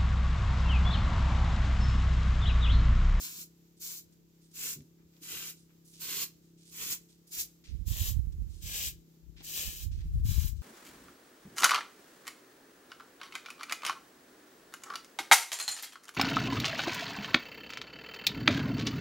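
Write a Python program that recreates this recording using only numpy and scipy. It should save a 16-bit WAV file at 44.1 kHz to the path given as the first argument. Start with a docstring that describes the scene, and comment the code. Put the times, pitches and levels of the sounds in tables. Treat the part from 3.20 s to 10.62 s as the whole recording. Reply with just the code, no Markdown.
"""A short straw broom starts sweeping a packed dirt yard while a small engine putters far away.
In each of eleven strokes, straw tips hiss and flick over the ground as loose grit scrapes beneath.
Between strokes come light scuffs and soft footfalls, the sweeper shuffling slowly to the left.
After about four and a half seconds a breeze buffets the right microphone port (its opening),
and near the end the left one."""
import sys
import numpy as np
from scipy import signal
from scipy.fft import rfft, irfft
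from scipy.io import wavfile
from scipy.ndimage import uniform_filter1d

SR = 44100
rng = np.random.default_rng(int(sys.argv[2]) if len(sys.argv) > 2 else 0)


def persist_wave(psi):
    """Save psi, clipped to +-1, as 16-bit WAV."""
    counts = np.round(np.clip(psi, -1, 1) * 32767).astype(np.int16)
    wavfile.write(sys.argv[1], SR, np.atleast_2d(counts).T)


N = 327222
TIME = np.arange(N) / SR
HZ = np.maximum(np.fft.rfftfreq(N, 1 / SR), 1)


def from_db(db):
    """Turn decibels into a number to multiply by."""
    return 10 ** (np.asarray(db) / 20)


def rms_one(x):
    """Scale a sound to an average power of 1."""
    return x / np.sqrt(np.mean(x ** 2) + 1e-20)


def in_time(rows):
    """Join rows that start with a time into one curve for each other column."""
    s, *columns = np.transpose(rows)
    return [np.interp(TIME, s, column) for column in columns]


def colour(x, spectrum, scale=1):
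    """Shape a sound's tone with rows of frequency in Hz and gain in dB."""
    hz, db = np.transpose(spectrum)
    return irfft(rfft(x) * from_db(scale * np.interp(np.log(HZ), np.log(hz), db)), N)


def butter(x, hz, kind, order=2):
    """Keep the lows, the highs or a band between."""
    return signal.sosfilt(signal.butter(order, hz, kind, fs=SR, output="sos"), x)


def drift(per_s):
    """A random wobble that typically strays by about 1."""
    knots = rng.standard_normal(N // 8)
    return np.interp(TIME * per_s * 2, np.arange(len(knots)), knots) * np.sqrt(3 / 2)


def resonate(x, hz, width_hz):
    """Ring at one pitch; a narrower width rings longer."""
    r = np.exp(-np.pi * width_hz / SR)
    feedback = [1, -2 * r * np.cos(2 * np.pi * hz / SR), r * r]
    return signal.lfilter(np.array([1, 0, -1]) * (1 - r * r) / 2, feedback, x + 1e-18)


def pan(db):
    """Left and right gains; positive dB makes the left louder."""
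    gains = from_db(np.array([[.5], [-.5]]) * db)
    return gains / np.sqrt(np.mean(gains ** 2, axis=0))


def friction(per_s, size_db, clump_db, direct, lead):
    """Rubbing is clumps of tiny slips; they reach the left port first and also scatter off the ground."""
    happens = rng.random(N) < per_s / SR
    sizes = happens * from_db(size_db * np.minimum(rng.exponential(1, N), 6))
    slips = rms_one(sizes * rng.choice([-1, 1], N) * from_db(clump_db * drift(70)))
    delayed = rms_one(np.interp(np.arange(N) - lead, np.arange(N), slips))
    strength = np.sqrt(np.abs(uniform_filter1d(slips ** 2, size=40)))
    scattered = strength * rng.standard_normal((2, N))
    return np.sqrt(direct) * np.array([slips, delayed]) + np.sqrt(1 - direct) * scattered


# The broom's strokes. Each row: landing, press and lift in seconds, hiss at those three moments in dB,
# grit and fine tips in dB above the hiss, dip between press and lift in dB.
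BROOM_STROKES = [(-.03, 0.056, 0.22, -44, -41, -44.5, -8.5, -0.9, 6.5),
                 (0.587, 0.666, .79, -47.5, -42, -49, -13, 0.8, -0.3),
                 (1.318, 1.453, 1.532, -53.5, -38.5, -42, -8, -0.5, -1.4),
                 (1.997, 2.119, 2.303, -53, -43.5, -45.5, -3, -1, 0.7),
                 (2.783, 2.86, 3.033, -44.5, -44.5, -38, -3, 1, 0.1),
                 (3.491, 3.635, 3.726, -60, -39, -34.5, -5, 0, 4.5),
                 (4.096, 4.168, 4.214, -46.5, -42.5, -37.5, -12.5, 1, -1.7),
                 (4.644, 4.776, 4.899, -53, -43, -41, -5, 3.5, 0.5),
                 (5.395, 5.552, 5.681, -54.5, -39, -38.5, -6.5, 0, 0.8),
                 (6.212, 6.397, 6.64, -52, -37.5, -50, -7.5, 1.5, 2.5),
                 (7.024, 7.099, 7.28, -57.5, -43, -46.5, -6.5, 1.5, 2.5)]


def stroke_gains(land_s, press_s, lift_s, land_db, press_db, lift_db, grit_db, tips_db, sag_db):
    """Grit, straw and tip strength as the broom lands, is pressed, springs back and flicks off."""
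    landing_s, lift_db_per_s, settle_db_per_s = 0.035, 408, 106
    progress = np.clip((TIME - land_s) / (lift_s - land_s), 0, 1)
    springing = np.sin(np.pi * np.clip((TIME - press_s) / (lift_s - press_s), 0, 1))
    lifted_s = np.maximum(TIME - lift_s, 0)
    landed = np.clip((TIME - land_s) / landing_s, 0, 1) ** 2   # straws touch down one after another
    hiss_db = np.interp(TIME, [land_s, press_s, lift_s], [land_db, press_db, lift_db])
    hiss = landed * from_db(hiss_db - sag_db * springing)
    contact = from_db(-lift_db_per_s * lifted_s)
    with_dust = np.maximum(contact, from_db(-26.5 - settle_db_per_s * lifted_s))   # flung dust settles
    digging = from_db(grit_db - 21.5 * (progress - 0.56) ** 2)   # deepest just past halfway
    flick = from_db(tips_db + 2.1 * progress ** 6)   # the tips sizzle more as they leave
    return hiss * np.array([contact * digging, with_dust, with_dust * flick])


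# The tone of sweeping ahead, and off to the left. Each row: frequency in Hz, gain in dB.
TONE_AHEAD = [(350, -44), (600, -27), (737, -23.5), (834, -22.5), (1070, -11), (1290, -15.5), (1510, -10.5),
              (1780, -12), (2760, -3.5), (3580, -4.5), (7310, 3.5), (8620, -5), (9360, -5), (15100, 12),
              (16000, -14)]
TONE_ASIDE = [(290, -50), (500, -17.5), (666, -15), (839, -18.5), (1070, -13), (1470, -14.5), (1580, -9),
              (2200, -8), (2760, -3), (4440, -3.5), (7340, 0), (8720, -10), (10800, -4.5), (13000, 5),
              (15500, 6)]
ASIDE_FROM_S = 4.4


def broom_band(slips, low_hz, high_hz):
    """One range of the broom's tone, which switches once the broom is off to the left."""
    band = irfft(rfft(slips) / np.sqrt((1 + (low_hz / HZ) ** 16) * (1 + (HZ / high_hz) ** 16)), N)
    ahead, aside = rms_one(colour(band, TONE_AHEAD)), rms_one(colour(band, TONE_ASIDE))
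    return np.where(TIME < ASIDE_FROM_S, ahead, aside)


# The straws that ring most as the bundle bends, stroke by stroke. Each row: pitch in Hz, gain in dB.
RINGING_STRAWS = [(4240, -15), (4200, -13), (2340, -9), (4770, -13), (4500, -2.5), (2490, -16), (2200, 1),
                  (3570, -12), (2680, -1.5), (2770, -4.5), (1350, -2.5)]


def bundle(x):
    """The straws lie differently in every stroke: some ring, and close echoes change the tone."""
    out = np.zeros((2, N))
    age = TIME[:SR // 50]
    for (land_s, _, lift_s, *_), (hz, db) in zip(BROOM_STROKES, RINGING_STRAWS):
        at = slice(max(int(land_s * SR), 0), int((lift_s + .25) * SR))
        echoes = rng.standard_normal(len(age)) * np.exp(-age / 0.0065) * (age > .0007)
        paths = (age == 0) + from_db(-8.5) * echoes / np.linalg.norm(echoes)
        rung = x[:, at] + from_db(db) * resonate(x[:, at], hz, width_hz=630)
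        echoed = signal.fftconvolve(rung, [paths / np.linalg.norm(paths)], axes=1)
        out[:, at] += echoed[:, :rung.shape[1]]
    return out


def draught():
    """The swinging bundle pushes a soft, low waft of air ahead of it."""
    return rms_one(butter(rng.standard_normal((2, N)), [35, 90], "band"))


# Where the broom is. Each row: time in seconds, left port's head start in samples, left over right in dB.
BROOM_PATH = [(.1, 8.6, 2), (.7, 6, 3), (1.45, 5, 1.7), (2.2, 3.8, 1.5), (2.95, 2.8, 0), (3.65, 4.3, 0.5),
              (4.2, 8.3, 2), (4.8, 13.2, 1.5), (5.55, 16, 1.5), (6.4, 14.7, 2), (7.2, 13.7, 1)]


def broom():
    """Grit, straw and fine tips each rub in their own range; the dragging bundle shudders dully."""
    bumpy_ground = from_db(0.7 * drift(per_s=20))
    strokes = sum(stroke_gains(*stroke) for stroke in BROOM_STROKES)
    grit_gain, straw_gain, tip_gain = strokes * bumpy_ground
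    lead, side_db = in_time(BROOM_PATH)
    grit_slips = friction(per_s=6000, size_db=2, clump_db=0.5, direct=0.6, lead=lead)
    straw_slips = friction(per_s=9000, size_db=1.5, clump_db=0, direct=0.27, lead=lead)
    tip_slips = friction(per_s=9000, size_db=0, clump_db=0.94, direct=0.086, lead=lead)
    bundle_slips = friction(per_s=1900, size_db=0, clump_db=2.5, direct=0.82, lead=lead)
    grit = grit_gain * broom_band(grit_slips, 415, 3780)
    straw = straw_gain * broom_band(straw_slips, 3570, 9860)
    tips = tip_gain * broom_band(tip_slips, 7000, 14400)
    shudder = grit_gain * rms_one(butter(bundle_slips, [80, 470], "band", order=5))
    sweep = grit + from_db(-0.29) * straw + from_db(-0.97) * tips + from_db(-13.5) * shudder
    waft = from_db(-25.5) * grit_gain * draught()
    return bundle(sweep) * pan(side_db) + waft


# How the two microphone ports differ in tone. Each row: frequency in Hz, left over right in dB
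# for a broom ahead, the same for a broom off to the left.
PORT_TONE = [(300, 1.5, 2), (1000, 4, 3.5), (2500, 4, 4), (4500, -1, 2), (7000, 0, -0.8), (8000, -6.5, 7),
             (8800, -4, -4.5), (10700, -6, -2.5), (12200, -2.5, -2.5), (13800, -8, -4.5), (14900, 7, 4)]


def ports(x):
    """Each port colours the sweeping by the direction it comes from."""
    hz, ahead_db, aside_db = np.transpose(PORT_TONE)
    half_each = np.array([[.5], [-.5]])
    ahead = colour(x, np.transpose([hz, ahead_db]), half_each)
    aside = colour(x, np.transpose([hz, aside_db]), half_each)
    return np.where(TIME < ASIDE_FROM_S, ahead, aside)


def yard_echo(x):
    """Ground, wall and trees scatter the sound into a short tail."""
    fade_s, delay_s = 0.33, .012
    age = TIME[:SR // 2]
    tail = butter(rng.standard_normal((2, len(age))), 7500, "low")
    tail *= from_db(-60 * age / fade_s) * (age > delay_s)
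    return signal.fftconvolve(x, tail / np.sqrt(np.sum(tail ** 2) / 2), axes=1)[:, :N]


# The tone of still air. Each row: frequency in Hz, gain in dB.
AIR_TONE = [(290, -17), (500, 2.5), (649, -6), (1900, -10), (7420, -5.5), (8830, -17), (10200, -14.5),
            (13300, -6), (15100, -6.5), (16000, -15)]


def still_air():
    """A faint hiss that wavers gently."""
    hiss = rms_one(colour(rng.standard_normal((2, N)), AIR_TONE))
    return hiss * from_db(-72 + drift(per_s=4.3))


# How fast the far engine runs. Each row: time in seconds, firings per second.
FIRING_RATE = [(0, 33.1), (.53, 33.8), (1.07, 33.6), (1.41, 32.6), (1.75, 33.4), (2.5, 33.2), (3.3, 33.3),
               (3.8, 33.9), (4.5, 33.4), (5.6, 33.1), (6.3, 32.3)]
# How loud it arrives. Each row: time in seconds, level in dB.
ENGINE_LOUDNESS = [(0, -61.5), (1, -64.5), (2, -62), (3.3, -61.5), (4.2, -64.5), (5.5, -61), (7.4, -63.5)]
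# The notes its exhaust rings at. Each row: pitch in Hz, width in Hz, gain in dB.
EXHAUST_NOTES = [(67.4, 7.4, -15.5), (163.9, 11.9, 4.5), (298.5, 32, -6.5), (339, 27, -4.5),
                 (441.3, 9.6, -10.5)]


def engine():
    """Each firing rings the exhaust; distance takes the treble away."""
    (speed,), (level_db,) = in_time(FIRING_RATE), in_time(ENGINE_LOUDNESS)
    firings = np.diff(np.floor(np.cumsum(speed) / SR), prepend=0)
    rough_firings = firings * from_db(1.2 * drift(per_s=13)) + 0.004 * rng.standard_normal(N)
    pipe = sum((-1) ** k * from_db(db) * resonate(rough_firings, hz, width)
               for k, (hz, width, db) in enumerate(EXHAUST_NOTES))
    putter = rms_one(butter(pipe, 462, "low", order=6))
    return from_db(level_db) * putter * pan(db=1)


def valley():
    """The valley's own low murmur swells and sinks."""
    murmur = rms_one(butter(rng.standard_normal((2, N)), [42, 400], "band", order=4))
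    return murmur * from_db(-73.5 + 2.5 * drift(per_s=3.8))


# Light touches and drags of straw and sandal. Each row: start in seconds, level in dB,
# rough pitch in Hz, rise in seconds, seconds to fade by 60 dB.
LIGHT_TOUCHES = [(.565, -62, 7000, 0.014, 0.28), (0.609, -55, 7000, 0.0022, 0.054),
                 (.922, -60.5, 7000, 0.0027, 0.063), (1.212, -67, 6700, 0.0058, 0.66),
                 (1.312, -65.5, 7000, .002, .2), (1.605, -53, 3460, .001, 0.022),
                 (1.618, -55.5, 9000, .001, 0.022), (1.78, -69, 1800, 0.011, 0.23),
                 (1.93, -68, 3980, .008, 0.16), (1.965, -62, 3950, 0.00092, .034),
                 (2.36, -58.5, 7000, 0.018, 0.33), (2.489, -62.5, 2120, .013, 0.16),
                 (2.644, -59, 9000, 0.0092, 1), (2.728, -55.5, 5870, 0.014, 0.64),
                 (2.802, -56, 6000, .002, .08), (3.22, -70.5, 6150, 0.01, 0.61),
                 (3.37, -60, 6240, .03, 0.85), (3.45, -58, 7600, 0.021, .7),
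                 (3.885, -63.5, 6140, 0.0034, 0.44), (4.068, -60, 8900, 0.0022, 0.78),
                 (4.126, -51, 8000, .002, .08), (4.439, -56.5, 4300, .0012, 0.5),
                 (4.669, -51, 8000, 0.0012, 0.041), (5.121, -58, 5500, 0.00066, 0.055),
                 (5.28, -55.5, 6600, 0.055, 0.83), (5.424, -42, 7000, .002, 0.045),
                 (6.16, -53, 3500, 0.023, 0.57), (6.204, -58, 690, .001, 0.18),
                 (6.204, -54, 3520, .001, 0.055), (6.239, -49, 6000, .001, 0.065),
                 (6.712, -56, 4500, 0.0038, 0.35), (6.78, -61, 3440, 0.01, 0.37),
                 (7.046, -55, 9000, .002, 0.067), (7.35, -63, 5500, 0.017, .6)]


def scuffs():
    """A touch of straw or sole gives a short gritty puff."""
    out = np.zeros((2, N))
    grains = friction(per_s=6600, size_db=2, clump_db=1.3, direct=0.32, lead=6.3)
    for s, db, hz, rise_s, fade_s in LIGHT_TOUCHES:
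        at = slice(int(s * SR), int((s + .5) * SR))
        puff = rms_one(butter(grains[:, at], [hz / 2.03, hz * 1.45], "band"))
        age = TIME[:puff.shape[1]]
        out[:, at] += puff * (1 - np.exp(-age / rise_s)) * from_db(db - 60 * age / fade_s)
    return out


# Soft footfalls. Each row: start in seconds, level in dB, pitch in Hz, seconds to fade by 60 dB.
FOOTFALLS = [(1.557, -43.5, 144.4, 0.26), (1.598, -45, 153, 0.14), (1.844, -57, 76, 0.15),
             (2.015, -46, 300, 0.058), (4.168, -52.5, 53, 0.35), (5.419, -48, 172, 0.054),
             (6.204, -38.5, 280, 0.03)]


def steps():
    """A footfall makes the packed earth thud, with a dull pat of the sole on top."""
    out = np.zeros(N)
    pat = from_db(-7) * rms_one(butter(rng.standard_normal(N), [60, 380], "band", order=5))
    for s, db, hz, fade_s in FOOTFALLS:
        start = int(s * SR)
        age = TIME[:N - start]
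        rise = 1 - np.exp(-age / 0.0091)
        fade = from_db(db - np.minimum(60 * age / fade_s, 200))
        out[start:] += (np.sin(2 * np.pi * hz * age) + pat[start:]) * rise * fade
    return out


# The breeze's flow at each port. Each row: time in seconds, rumble level in dB.
FLOW_LEFT = [(4.4, -75.5), (4.55, -65), (4.75, -57), (5.2, -44), (5.3, -57), (5.75, -51.5), (5.9, -76),
             (6.1, -51), (6.48, -69), (6.95, -29), (7.2, -29), (7.42, -32)]
FLOW_RIGHT = [(4.43, -86), (4.51, -44), (4.95, -31), (5.35, -41), (5.72, -49), (5.88, -84), (6.58, -49),
              (6.65, -34), (6.98, -35), (7.3, -59), (7.42, -42)]
# The tone of its rumble. Each row: frequency in Hz, gain in dB.
RUMBLE_TONE = [(20, -36), (35, 0), (50, 4.5), (65, 4.5), (90, -4), (130, -13.5), (200, -26.5), (300, -51),
               (600, -66.5), (1500, -62.5)]
# Swirls of air hitting a port. Each row: time in seconds, strength in dB, left over right in dB.
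SWIRLS = [(4.514, -26.5, -22), (4.548, -23, -26), (4.612, -25.5, -31), (4.68, -21, -27), (4.718, -18, -28),
          (4.816, -19, -22), (4.906, -19.5, -27), (4.965, -19, -23), (4.99, -17.5, -21), (5.07, -22.5, -16),
          (5.18, -33.5, 5), (5.22, -21, -16), (5.288, -27.5, -17), (5.459, -28, -7), (5.668, -35, -16),
          (6.095, -39.5, 15), (6.39, -43, -16), (6.479, -25.5, -28), (6.661, -25.5, -35), (6.715, -30.5, 8),
          (6.858, -23.5, -8), (6.956, -22, -1), (7.001, -22, 6), (7.051, -16.5, 6), (7.109, -20.5, 13),
          (7.18, -15, 22), (7.247, -16.5, 19), (7.33, -25.5, 24)]


def wind():
    """Air churns at each port separately; a passing swirl swells the rumble and lands as a soft thump."""
    gust_db, gusts_per_s = 2.5, 12
    swell_s, swell_db = 0.036, -9.5
    thump_hz, thump_width_hz = 71, 42
    flow_db = [in_time(port)[0] + gust_db * drift(gusts_per_s) for port in (FLOW_LEFT, FLOW_RIGHT)]
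    power = from_db(flow_db) ** 2
    rumble = colour(rng.standard_normal((2, N)), RUMBLE_TONE)
    rumble /= np.sqrt(uniform_filter1d(rumble ** 2, size=1800))   # even out its loudness
    kicks = np.zeros((2, N))
    for s, db, side_db in SWIRLS:
        strength = from_db(db) * pan(side_db)
        passing = np.abs(TIME - s) < swell_s
        swell = (1 + np.cos(np.pi * (TIME[passing] - s) / swell_s)) / 2
        power[:, passing] += (strength * from_db(swell_db) * swell) ** 2
        kicks[:, int(s * SR)] = strength[:, 0] * rng.choice([-1, 1])
    ringing = resonate(kicks, thump_hz, thump_width_hz) * SR / (np.pi * thump_width_hz)
    thumps = butter(ringing, 194.4, "low", order=3)
    return np.sqrt(power) * rumble + from_db(-11) * thumps


def scene():
    """The sweeper in the yard, with still air, the far engine, the valley and the breeze."""
    sweeper = ports(broom() + scuffs())
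    return sweeper + still_air() + from_db(-24) * yard_echo(sweeper) + steps() + engine() + valley() + wind()


def record(dry):
    """Cut the very highest treble steeply."""
    cutoff_hz = 15900
    return irfft(rfft(dry) / np.sqrt(1 + (HZ / cutoff_hz) ** 240), N)


dry = scene()
out = record(dry)
persist_wave(out)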